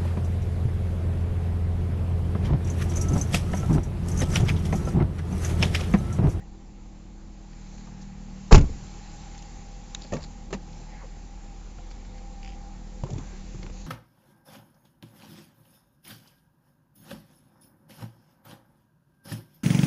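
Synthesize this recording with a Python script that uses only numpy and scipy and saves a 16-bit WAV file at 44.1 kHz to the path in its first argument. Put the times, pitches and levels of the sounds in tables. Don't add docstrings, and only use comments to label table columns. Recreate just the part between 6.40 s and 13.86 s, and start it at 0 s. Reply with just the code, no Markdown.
import sys
import numpy as np
from scipy import signal
from scipy.fft import rfft, irfft
from scipy.io import wavfile
from scipy.ndimage import uniform_filter1d

SR = 44100
rng = np.random.default_rng(int(sys.argv[2]) if len(sys.argv) > 2 else 0)


def to_linear_factor(level_db):
    exponent = np.asarray(level_db, float) / 20
    return 10 ** exponent


def store_wav(level_fs):
    pcm = np.round(np.clip(np.atleast_2d(level_fs), -1, 1) * 32767)
    wavfile.write(sys.argv[1], SR, pcm.T.astype(np.int16))


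N = 329162

# pitch_hz, level_db_per_hz
AIR_SPECTRUM = [(12, -22), (30, -12.5), (60, -10.5), (113, -23), (200, -21), (330, -26.5), (630, -33),
                (850, -32), (1500, -39), (2400, -38), (3200, -42.5), (4300, -40), (5400, -41.5),
                (7100, -36.5)]
# time_s, level_db
OPENNESS = [(0, -6.5), (.85, -5.5), (1.1, -3), (1.35, -0.5), (1.75, -2), (2., 0.5), (2.3, 4.5), (2.85, 4.5),
            (3.3, 1.5), (3.75, 3), (4.1, -2), (4.4, 1), (4.8, -1), (5.5, -0.5), (6.55, -1), (6.9, 3),
            (7.2, 1.5), (7.46, -1.5)]
# pitch_hz, share_ratio
OPENNESS_SHARE = [(120, 0.16), (500, 0.27), (1700, 0.76), (4500, 1.)]
# pitch_hz, wander_rad, level_db_rms
HUMS = [(168.6, 1.1, -66), (235, 1.1, -67.5), (322.3, 1.1, -63), (504.35, 1.8, -67), (854, 2.64, -71.5),
        (757, 2.4, -74), (292, 1.5, -71), (357.03, 1.5, -70)]
# time_s, hum_236hz_db, hum_323hz_db, hum_505hz_db, hum_858hz_db
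HUM_PLACES = [(0, -14, 1.5, -5, -11), (1.1, -6, 3, -15, -8), (1.5, 5, -2.5, 0.5, 4), (1.95, 2, -7, 0, -2.5),
              (2.5, -2, 0, -3, 5), (2.85, 0, -1, -3, 6), (3.3, 3, -10, 2.5, -6.5), (4.1, 4.5, 1.5, 1, 2),
              (4.6, 2, -3, -1, 7), (5, -7, -2.5, -7, -5.5), (5.55, 6, -3.5, 0, -6), (6.1, 0, 1, -6.5, 0.5),
              (7.46, -3, -1, -1, -8)]
# time_s, blade_hz, blade_db, sideband_db
FAN_WHINE = [(0, 800, -68.5, -72.5), (.93, 797, -78, -74.5), (1.43, 800, -71.5, -66.5),
             (2.3, 794.5, -71.5, -70), (2.55, 806.1, -65.5, -64.5), (2.7, 806, -66, -57.5),
             (2.85, 800, -54.5, -59.5), (3.05, 795, -60.5, -58.5), (3.3, 796.4, -61.5, -66),
             (3.6, 794.1, -60, -64), (3.9, 798, -62, -67), (4.3, 786.6, -61, -62.5), (4.6, 793.7, -69, -69),
             (4.85, 806, -61, -68), (5.15, 797.5, -61.5, -76), (5.55, 780.6, -65, -68),
             (5.82, 797, -61, -72), (6.08, 787.8, -54.5, -68.5), (6.18, 799.4, -59.5, -68),
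             (6.29, 799, -54.5, -70), (6.42, 799.6, -64.5, -69), (7.46, 791.6, -67.5, -71)]
# time_s, firing_hz, order_5_db, order_4_lean_db (standing wave)
IDLE = [(0, 39.7, -52.5, -3.5), (.8, 39.6, -54, -7), (1.2, 38.9, -51, -2.5), (1.6, 38.8, -46, -3),
        (2, 38.63, -45.5, -5), (2.5, 38.75, -50, -3.5), (2.8, 39.26, -55.5, 5), (3.1, 39.2, -56, -1),
        (3.95, 39.12, -53, -1.5), (4.4, 38.68, -55.5, 5), (4.8, 39.55, -58, 0), (5.6, 38.79, -57, -6.5),
        (6.1, 39.08, -51.5, -5.5), (6.95, 38.49, -50, -3.5), (7.46, 38.15, -49.5, -11)]
# pitch_hz, width_hz, level_db_rms
DASH_HUMS = [(509.13, 16, -63), (1815, 40, -77.5)]
# start_s, length_s, level_db, pitch_hz, width_hz
RUBS = [(0.001, 0.033, -61.5, 1900, 150), (1.152, 0.352, -66.5, 4180, 705), (1.139, 0.7, -67.5, 1860, 701),
        (1.197, 0.31, -63.5, 6398, 900), (1.606, 0.032, -57.5, 6200, 2000),
        (4.256, 0.22, -64.5, 5501, 1501), (4.473, 0.18, -58, 2015, 351), (4.545, 0.084, -62, 1655, 200),
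        (4.46, 0.13, -55.5, 796.9, 120), (4.591, 0.068, -54, 1017, 251), (4.618, 0.04816, -51.5, 494, 101),
        (5.741, 0.06, -62, 2098, 501), (6.022, 0.14, -61.5, 2780, 900), (6.783, 0.21, -63.5, 1590, 110),
        (6.806, 0.1, -63, 6031, 301), (6.822, 0.17, -67, 2250, 301), (7.318, 0.17, -56.5, 6500, 893),
        (7.319, 0.22, -60, 4200, 912), (7.333, 0.1, -62.5, 2577, 301)]
# start_s, level_db, pitch_hz, t60_s
BUMPS = [(1.471, -44, 794.2, 0.055), (2.44, -33, 50, .2), (2.165, -31, 1500, 0.12), (2.22, -47, 900, 0.21),
         (5.04, -51, 520, 0.086), (5.383, -44, 696, 0.081), (6.665, -55, 1050, 0.049),
         (7.293, -43, 451.7, .07)]
# start_s, level_db,
# pitch_hz, t60_s
TAPS = [(2.1647, -10, 95, 0.13), (2.19, -26, 52, .3), (2.206, -23, 283.2, .08), (2.222, -16, 57.52, .2),
        (2.268, -29, 45, .2), (2.294, -32.5, 120, .2), (2.338, -39, 194.5, .15), (2.355, -44, 270, .12),
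        (2.375, -40, 120, .25), (2.42, -40, 135, .25), (2.345, -35, 38, .2), (4.39, -44, 245, .15),
        (6.93, -46, 370, .2), (2.292, -36, 270, .08), (2.295, -40.5, 450.1, 0.067),
        (2.295, -24.5, 69.59, 0.16), (2.33, -39, 200, 0.066), (3.7226, -36, 1830, 0.028),
        (3.7215, -28, 420, .04), (3.7305, -23.5, 569.8, .07), (3.731, -39, 1174, .064),
        (3.786, -42, 585.4, .07), (3.797, -43, 900, .06), (4.1287, -34, 1250, .025), (4.133, -40, 970, .05),
        (3.735, -43, 1866, 0.027), (3.768, -41.5, 847.2, 0.12), (4.131, -33.5, 1785, 0.04),
        (1.473, -44, 894.2, .025), (5.385, -48, 1400, .03), (6.654, -35.5, 376.3, 0.08),
        (6.665, -47, 1040, 0.09), (6.689, -42, 590, 0.074), (6.694, -33, 393, .05),
        (6.702, -39, 757.3, .04), (6.724, -44, 550, .04), (6.742, -46, 880, .07), (6.757, -35.5, 369, .05),
        (6.759, -45, 1005, .04), (6.781, -29, 258, .08), (6.783, -45, 925, .04), (6.807, -46, 800, 0.027),
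        (6.808, -50.5, 1200, .03), (7.147, -49, 1146, 0.026), (7.144, -37.5, 340.5, 0.07),
        (7.1522, -30, 115.5, .07), (7.225, -44.5, 501.5, .08), (7.233, -29, 120, .06),
        (7.238, -50, 850, .04), (7.308, -30, 70, .1), (7.195, -40.5, 350, .06), (7.265, -46, 1453, .015),
        (7.296, -40, 450, 0.055)]

# first_ring_hz, second_ring_hz, t60_s, width_hz
HANDLE = (3820, 6750, 0.006, 400)
SPRING = (4458, 7100, 0.01957, 1000)
TRIM = (2060, 4400, 0.02968, 1830)
CLIP = (6354, 3400, 0.028, 2000)
PANEL = (1030, 2200, 0.014, 1200)
SEAT_FRAME = (3100, 4900, .014, 600)
SEAT_COVER = (2350, 4700, 0.008, 900)
# start_s, peak_db
HANDLE_TICKS = [(3.5477, -20), (3.549, -32)]
SPRING_TICKS = [(1.612, -50), (1.62, -46.5), (1.628, -47), (2.1254, -15), (2.99, -41), (3.614, -41),
                (3.62, -31.5), (3.633, -40), (3.64, -37), (3.664, -41), (3.672, -44), (3.8043, -46),
                (3.819, -42), (3.829, -36), (3.838, -32), (3.846, -36), (3.862, -44), (4.33, -45.5),
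                (5.505, -46), (5.518, -43), (5.87, -50)]
TRIM_TICKS = [(2.1243, -13), (2.151, -16), (1.13, -44), (1.38, -47), (1.41, -46.5), (2.948, -40.5),
              (3.548, -28.5), (3.647, -35), (3.768, -31.5), (3.809, -42), (3.824, -38), (3.842, -38),
              (5.511, -40.5), (5.65, -45), (5.78, -46), (7.2298, -32)]
CLIP_TICKS = [(2.1213, -20), (2.1526, -10), (2.1552, -18), (3.751, -38), (3.756, -41), (3.5475, -25),
              (2.1801, -24.5), (2.2105, -37), (2.978, -36), (3.024, -34), (3.736, -27.5), (6.7038, -36),
              (6.7335, -38), (6.783, -35)]
PANEL_TICKS = [(1.473, -47), (4.1282, -26), (5.383, -48), (7.2646, -33.5), (7.299, -41)]
# start_s, peak_db
CREAK_SLIPS = [(6.0297, -35.5), (6.0472, -35), (6.0605, -36.5), (6.0763, -35), (6.0907, -39), (6.1027, -40),
               (6.121, -44), (6.1335, -44), (6.146, -50)]

# pitch_hz, level_db, t60_s
STRIKER = [(780.56, -9, 0.01522), (664.77, -2.5, 0.02981), (940, -8, 0.047)]
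LATCH = [(150, 2.5, 0.11), (197.44, -5.5, 0.083), (237.05, -5, 0.12), (393, -7, 0.059), (521.36, -3, 0.07),
         (575.8, -7.5, 0.069), (798, -15, 0.088), (970, -21, 0.061), (1126.3, -15.5, 0.065),
         (1830, -19, .05)]
CHECK = [(176.01, -5.5, 0.15), (191, -5, 0.19), (300, -22, 0.047), (374.94, -6, 0.043), (501, -18, 0.043),
         (958.2, -12, 0.044), (1250, -11, 0.016), (1900, -12, 0.021)]
SILL = [(101.6, -3.5, 0.054), (136.77, 5, 0.078), (200, -13, 0.04), (322, -4, 0.05), (520, -5.5, 0.046),
        (970.75, -10, 0.041), (1406, -26, 0.03)]
SEAT = [(100, 2, 0.11), (126, 5.5, 0.07917), (210, -7, 0.0459), (300, -9, 0.05), (406.2, -5, 0.05),
        (610, -11.5, 0.046)]
# start_s, level_db
STRIKER_HITS = [(2.1105, -18), (2.1128, -14.5), (2.1153, -12), (2.1178, -10.5)]
LATCH_HITS = [(3.646, -41), (3.7217, -30.5), (3.7317, -23), (3.742, -26), (3.755, -32.5), (3.768, -36),
              (3.786, -41), (3.835, -47)]
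CHECK_HITS = [(4.128, -34), (4.135, -43), (4.1397, -31.5), (4.149, -28.5)]
SILL_HITS = [(1.473, -51), (5.386, -47), (6.6355, -24), (6.783, -43), (7.146, -43), (7.298, -42)]
SEAT_HITS = [(6.708, -29), (6.7294, -26.5), (6.738, -34.5), (6.759, -31.5), (6.812, -38), (7.19, -39.5),
             (7.228, -38.5), (7.263, -37)]

# start_s, level_db, pitch_hz, t60_s
BOOMS = [(2.125, -20, 300, 0.29), (2.13, -9, 71.6, 0.23), (3.721, -29.5, 250, 0.16), (3.76, -44, 750, 0.3),
         (3.798, -32, 60, 0.15), (4.129, -39, 250, 0.2714), (4.401, -43, 398.8, 0.1),
         (6.66, -44, 795, 0.11), (6.69, -44.5, 550, 0.091), (6.701, -32, 108, 0.22),
         (6.749, -39, 300, 0.1228), (6.786, -47, 800, 0.174), (7.15, -50.5, 200, 0.14),
         (7.231, -41.5, 300, 0.2343)]
# pitch_hz, level_db_per_hz
RATTLE_SPECTRUM = [(180, -40.5), (300, -2), (374, 0.5), (733, -14), (888, -8), (1840, -23.5), (2700, -17),
                   (3190, -25), (6880, -21.5), (7370, -22), (8000, -25.5), (10400, -90), (17600, -120)]
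# start_s, level_db, rise_s, t60_s
RATTLES = [(2.112, -16, 0.005, 0.06), (2.1192, -17, .0012, 0.03562), (2.123, -7.5, 0.0012, 0.02805),
           (2.1268, -7.5, .0008, 0.01727), (2.1325, -8, .0015, 0.049), (2.139, -13, 0.0012, 0.037),
           (2.145, -16.5, 0.0012, 0.04), (2.1504, -10, 0.0012, 0.034), (2.154, -18.5, .0015, 0.07),
           (2.1784, -20.5, 0.0012, 0.031), (2.186, -31.5, .002, 0.076), (2.2095, -32.5, 0.0012, 0.06289),
           (3.721, -32, 0.0014, 0.07805), (3.735, -37.5, 0.0011, 0.11), (3.752, -47, .003, 0.0821),
           (4.105, -40.5, 0.0018, 0.087), (4.1268, -28, 0.0011, 0.067), (4.136, -32.5, .001, .07),
           (6.635, -35.5, .0008, 0.05264), (6.78, -36.5, 0.0015, 0.04437)]
# pitch_hz, level_db, t60_s
DOOR_MODES = [(63.753, -4.5, 0.2), (83.3, -8, 0.18), (103, 0, 0.089), (133.8, -11, 0.19),
              (152.7, -9.5, 0.14), (176, -9.5, 0.13), (211.14, -16, 0.32), (250, -22, 0.27),
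              (291, -22, 0.18), (339.4, -20, 0.15), (372, -17, 0.14), (437.08, -30.5, 0.12),
              (492.53, -20, 0.08126), (530, -30, 0.12), (670, -34, 0.19), (870, -17.5, 0.11),
              (969, -16.5, 0.063)]
# start_s, level_db, sharpness_hz
BLOWS = [(2.1232, -8, 1500), (2.1278, -1.5, 900), (2.1447, -6.5, 899.3), (2.152, -1.5, 1196),
         (2.1585, -12, 697.4), (2.21, -18.5, 500), (2.241, -23, 180)]
# start_s, level_db, sharpness_hz
REBOUNDS = [(2.1705, -7, 260), (2.181, -8.5, 240)]
# pitch_hz, level_db, t60_s
CABIN_MODES = [(29, 1.3, 0.26), (18.8, -8.5, 0.43), (37.96, -19, .5), (56.192, -19.5, .4)]


def unit_rms(x):
    return x / np.sqrt(np.mean(x ** 2) + 1e-20)


def wander(noise, size):
    return unit_rms(uniform_filter1d(uniform_filter1d(noise, size), size))


def read(points, hz):
    point_hz, value = np.transpose(points)
    return np.interp(np.log(hz + 1), np.log(point_hz + 1), value)


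def columns(rows, t):
    time_s, *rest = np.transpose(rows)
    return [np.interp(t, time_s, column) for column in rest]


def add(mix, start_s, sound):
    part = mix[round(start_s * SR):][:len(sound)]
    part += sound[:len(part)]


def resonate(x, hz, width_hz):
    turn = np.exp(2j * np.pi * np.cumsum(hz * np.ones(len(x))) / SR)
    pole = np.exp(-np.pi * width_hz / SR)
    smooth = signal.lfilter([1 - pole], [1, -pole], x / turn)
    return 2 * (turn * smooth).real


def band_of(noise, hz, width_hz, second_width):
    return unit_rms(resonate(resonate(noise, hz, width_hz), hz, second_width * width_hz))


def ring(modes, rise_s=0.0006991):
    t = np.arange(SR // 3) / SR
    sines = sum(to_linear_factor(db - 60 * t / t60_s) * np.sin(2 * np.pi * hz * t) for hz, db, t60_s in modes)
    return sines * (1 - np.exp(-(t / rise_s) ** 2))


def burst(db, rise_s, t60_s):
    t = np.arange(SR // 4) / SR
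    return to_linear_factor(db - 60 * t / t60_s) * (1 - np.exp(-t / rise_s))


def air():
    frames, hz = N // 256 + 5, np.fft.rfftfreq(1024, 1 / SR)
    a, b, patches_db = rng.standard_normal((frames, 513, 3)).T
    patches_db = unit_rms(uniform_filter1d(uniform_filter1d(patches_db, 12, 0), 14, 1))
    frame_s = np.arange(frames) * 256 / SR
    open_db = np.outer(read(OPENNESS_SHARE, hz), columns(OPENNESS, frame_s)[0])
    spectra = (a + 1j * b) * to_linear_factor(read(AIR_SPECTRUM, hz)[:, None] + open_db + patches_db)
    return to_linear_factor(-38.5) * signal.istft(spectra, nperseg=1024, noverlap=768)[1][:N]


def hums():
    noise, t = rng.standard_normal(N), np.arange(N) / SR
    slip, waver = wander(noise, 4000), wander(noise[::-1], 1200)
    place_db = columns(HUM_PLACES, t)
    cabin_db = -10 * np.clip((t - 1) / 0.3, 0, 1)
    swells_db = [0, *place_db, place_db[3], cabin_db, cabin_db]
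    out = np.zeros(N)
    for k, ((hz, wander_rad, db), swell_db) in enumerate(zip(HUMS, swells_db), 1):
        level_db = db + swell_db + 1.8 * np.roll(waver, k * N // 9)
        phase = 2 * np.pi * hz * t + wander_rad * np.roll(slip, k * N // 11)
        out += to_linear_factor(level_db) * np.sqrt(2) * np.sin(phase)
    return out


def fan():
    noise, t = rng.standard_normal(N), np.arange(N) / SR
    blade_hz, blade_db, side_db = columns(FAN_WHINE, t)
    slip, flutter = wander(noise, 4000), wander(noise[::-1], 1200)
    flutter_db, sideband_hz, width_hz = 2.1, 824, 98
    blade_phase = 2 * np.pi * np.cumsum(blade_hz) / SR + 0.97 * slip
    side_phase = 2 * np.pi * sideband_hz * t + 1.2 * slip[::-1]
    blade = to_linear_factor(blade_db + flutter_db * flutter) * np.sqrt(2) * np.sin(blade_phase)
    side = to_linear_factor(side_db + flutter_db * flutter[::-1]) * np.sqrt(2) * np.sin(side_phase)
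    fuzz_db = -64.5 + 0.42 * (blade_db - blade_db.mean())
    fuzz = unit_rms(resonate(resonate(noise[::-1], 799, width_hz), 780.65, 2 * width_hz))
    return blade + side + to_linear_factor(fuzz_db) * fuzz


def engine():
    t = np.arange(N) / SR
    firing_hz, five_db, lean_db = columns(IDLE, t)
    turns = np.cumsum(firing_hz) / SR
    one_db = -45.5 + 0.8909 * t
    four_db = five_db + lean_db
    levels_db = (one_db, one_db - 17, four_db - 6.5, four_db, five_db, five_db - 10)
    waver_db, drift_rad = -0.5, 0.7042
    out = np.zeros(N)
    for order, db in enumerate(levels_db, 1):
        waver = wander(rng.standard_normal(N), 3000)
        phase = 2 * np.pi * order * turns + drift_rad * waver[::-1]
        out += np.sqrt(2) * to_linear_factor(db + waver_db * waver) * np.sin(phase)
    return out


def dash():
    noise, start_s, rise_s = rng.standard_normal(N), 5.35, 0.082
    lean = np.clip((np.arange(N) / SR - start_s) / rise_s, 0, 1)
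    return lean * sum(to_linear_factor(db) * band_of(noise, hz, width_hz, 2) for hz, width_hz, db in DASH_HUMS)


def rubs():
    out = np.zeros(N)
    for start_s, length_s, db, hz, width_hz in RUBS:
        noise, grain = rng.standard_normal((2, int(length_s * SR) + 1))
        grit = noise * to_linear_factor(2.6 * unit_rms(uniform_filter1d(grain, 120)))
        band = band_of(grit, hz, width_hz, 2)
        progress = np.minimum(np.arange(len(band)) / SR / length_s, 1)
        stroke = np.sin(np.pi * progress).clip(0) ** 0.4
        add(out, start_s, to_linear_factor(db) * band * stroke)
    return out


def taps():
    out = np.zeros(N)
    for start_s, db, hz, t60_s in TAPS:
        pair = [(hz, db, t60_s), (1.1 * hz, db - 13, 0.49 * t60_s)]
        add(out, start_s, ring(pair, 0.36 / hz))
    return out


def ticks():
    out = np.zeros(N)
    echo_s, echo_db = 0.0041, -11
    echoes = [(start_s + echo_s, db + echo_db) for start_s, db in CREAK_SLIPS]
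    parts = ((HANDLE, HANDLE_TICKS), (SPRING, SPRING_TICKS), (TRIM, TRIM_TICKS), (CLIP, CLIP_TICKS),
             (PANEL, PANEL_TICKS), (SEAT_COVER, CREAK_SLIPS), (SEAT_FRAME, echoes))
    for (first_hz, second_hz, t60_s, width_hz), snaps in parts:
        for start_s, db in snaps:
            noise = rng.standard_normal(SR // 16)
            snap = burst(0, 0.00049, t60_s)[:len(noise)] * noise
            snap[20] += 3.5
            first = band_of(snap, first_hz, width_hz, 2)
            second = band_of(snap, second_hz, width_hz, 2)
            tick = first + 0.5892 * second + 0.25 * unit_rms(snap)
            add(out, start_s, to_linear_factor(db) * tick / abs(tick).max())
    return out


def knocks():
    out = np.zeros(N)
    bodies = ((STRIKER, STRIKER_HITS, 0.0004), (LATCH, LATCH_HITS, 0.0008), (CHECK, CHECK_HITS, 0.0008),
              (SILL, SILL_HITS, 0.0008), (SEAT, SEAT_HITS, 0.004))
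    for body, hits, rise_s in bodies:
        for start_s, db in hits:
            spread = rng.standard_normal(len(body))
            modes = [(hz * (1 + 0.024 * v), db + mode_db + 2 * v, t60_s)
                     for (hz, mode_db, t60_s), v in zip(body, spread)]
            add(out, start_s, ring(modes, rise_s))
    return out


def booms(thuds):
    out = np.zeros(N)
    for start_s, db, hz, t60_s in thuds:
        band = band_of(rng.standard_normal(SR // 4), hz, 0.5192 * hz, 3)
        rise_s = 0.0035 + 0.68 / hz
        add(out, start_s, burst(db, rise_s, t60_s) * band)
    return out


def rattles():
    grain = unit_rms(uniform_filter1d(rng.standard_normal(N), 40))
    noise = rng.standard_normal(N) * to_linear_factor(1.6 * grain)
    color = to_linear_factor(read(RATTLE_SPECTRUM, np.fft.rfftfreq(N, 1 / SR)))
    noise = unit_rms(irfft(rfft(noise) * color, N))
    shake = np.zeros(N)
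    for start_s, db, rise_s, t60_s in RATTLES:
        add(shake, start_s, burst(db, rise_s, t60_s))
    return noise * shake


def slam():
    out = np.zeros(N)
    for push, blows in ((0.87, BLOWS), (-0.3701, REBOUNDS)):
        for start_s, db, sharp_hz in blows:
            modes = [(hz, db + mode_db - 10 * np.log10(1 + (hz / sharp_hz) ** 4), t60_s)
                     for hz, mode_db, t60_s in DOOR_MODES]
            add(out, start_s, push * ring(modes))
    add(out, 2.1315, -ring(CABIN_MODES))
    return out


def scene():
    background = air() + hums() + fan() + engine() + dash()
    handling = rubs() + taps() + booms(BUMPS) + ticks() + knocks()
    door = booms(BOOMS) + rattles() + slam()
    return (background + handling + door)[None]


def roll_off(x):
    return signal.sosfilt(signal.butter(12, 8680, fs=SR, output="sos"), x)


def record(dry):
    overload, edge_hz = 1.07, 7518
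    squeezed = overload * np.tanh(dry / overload)
    edge = signal.firwin(301, edge_hz, window=("kaiser", 8), fs=SR)
    mix = np.clip(signal.oaconvolve(squeezed, edge[None], "same"), -1, 1)
    return roll_off(mix)


dry = scene()
out = record(dry)
store_wav(out)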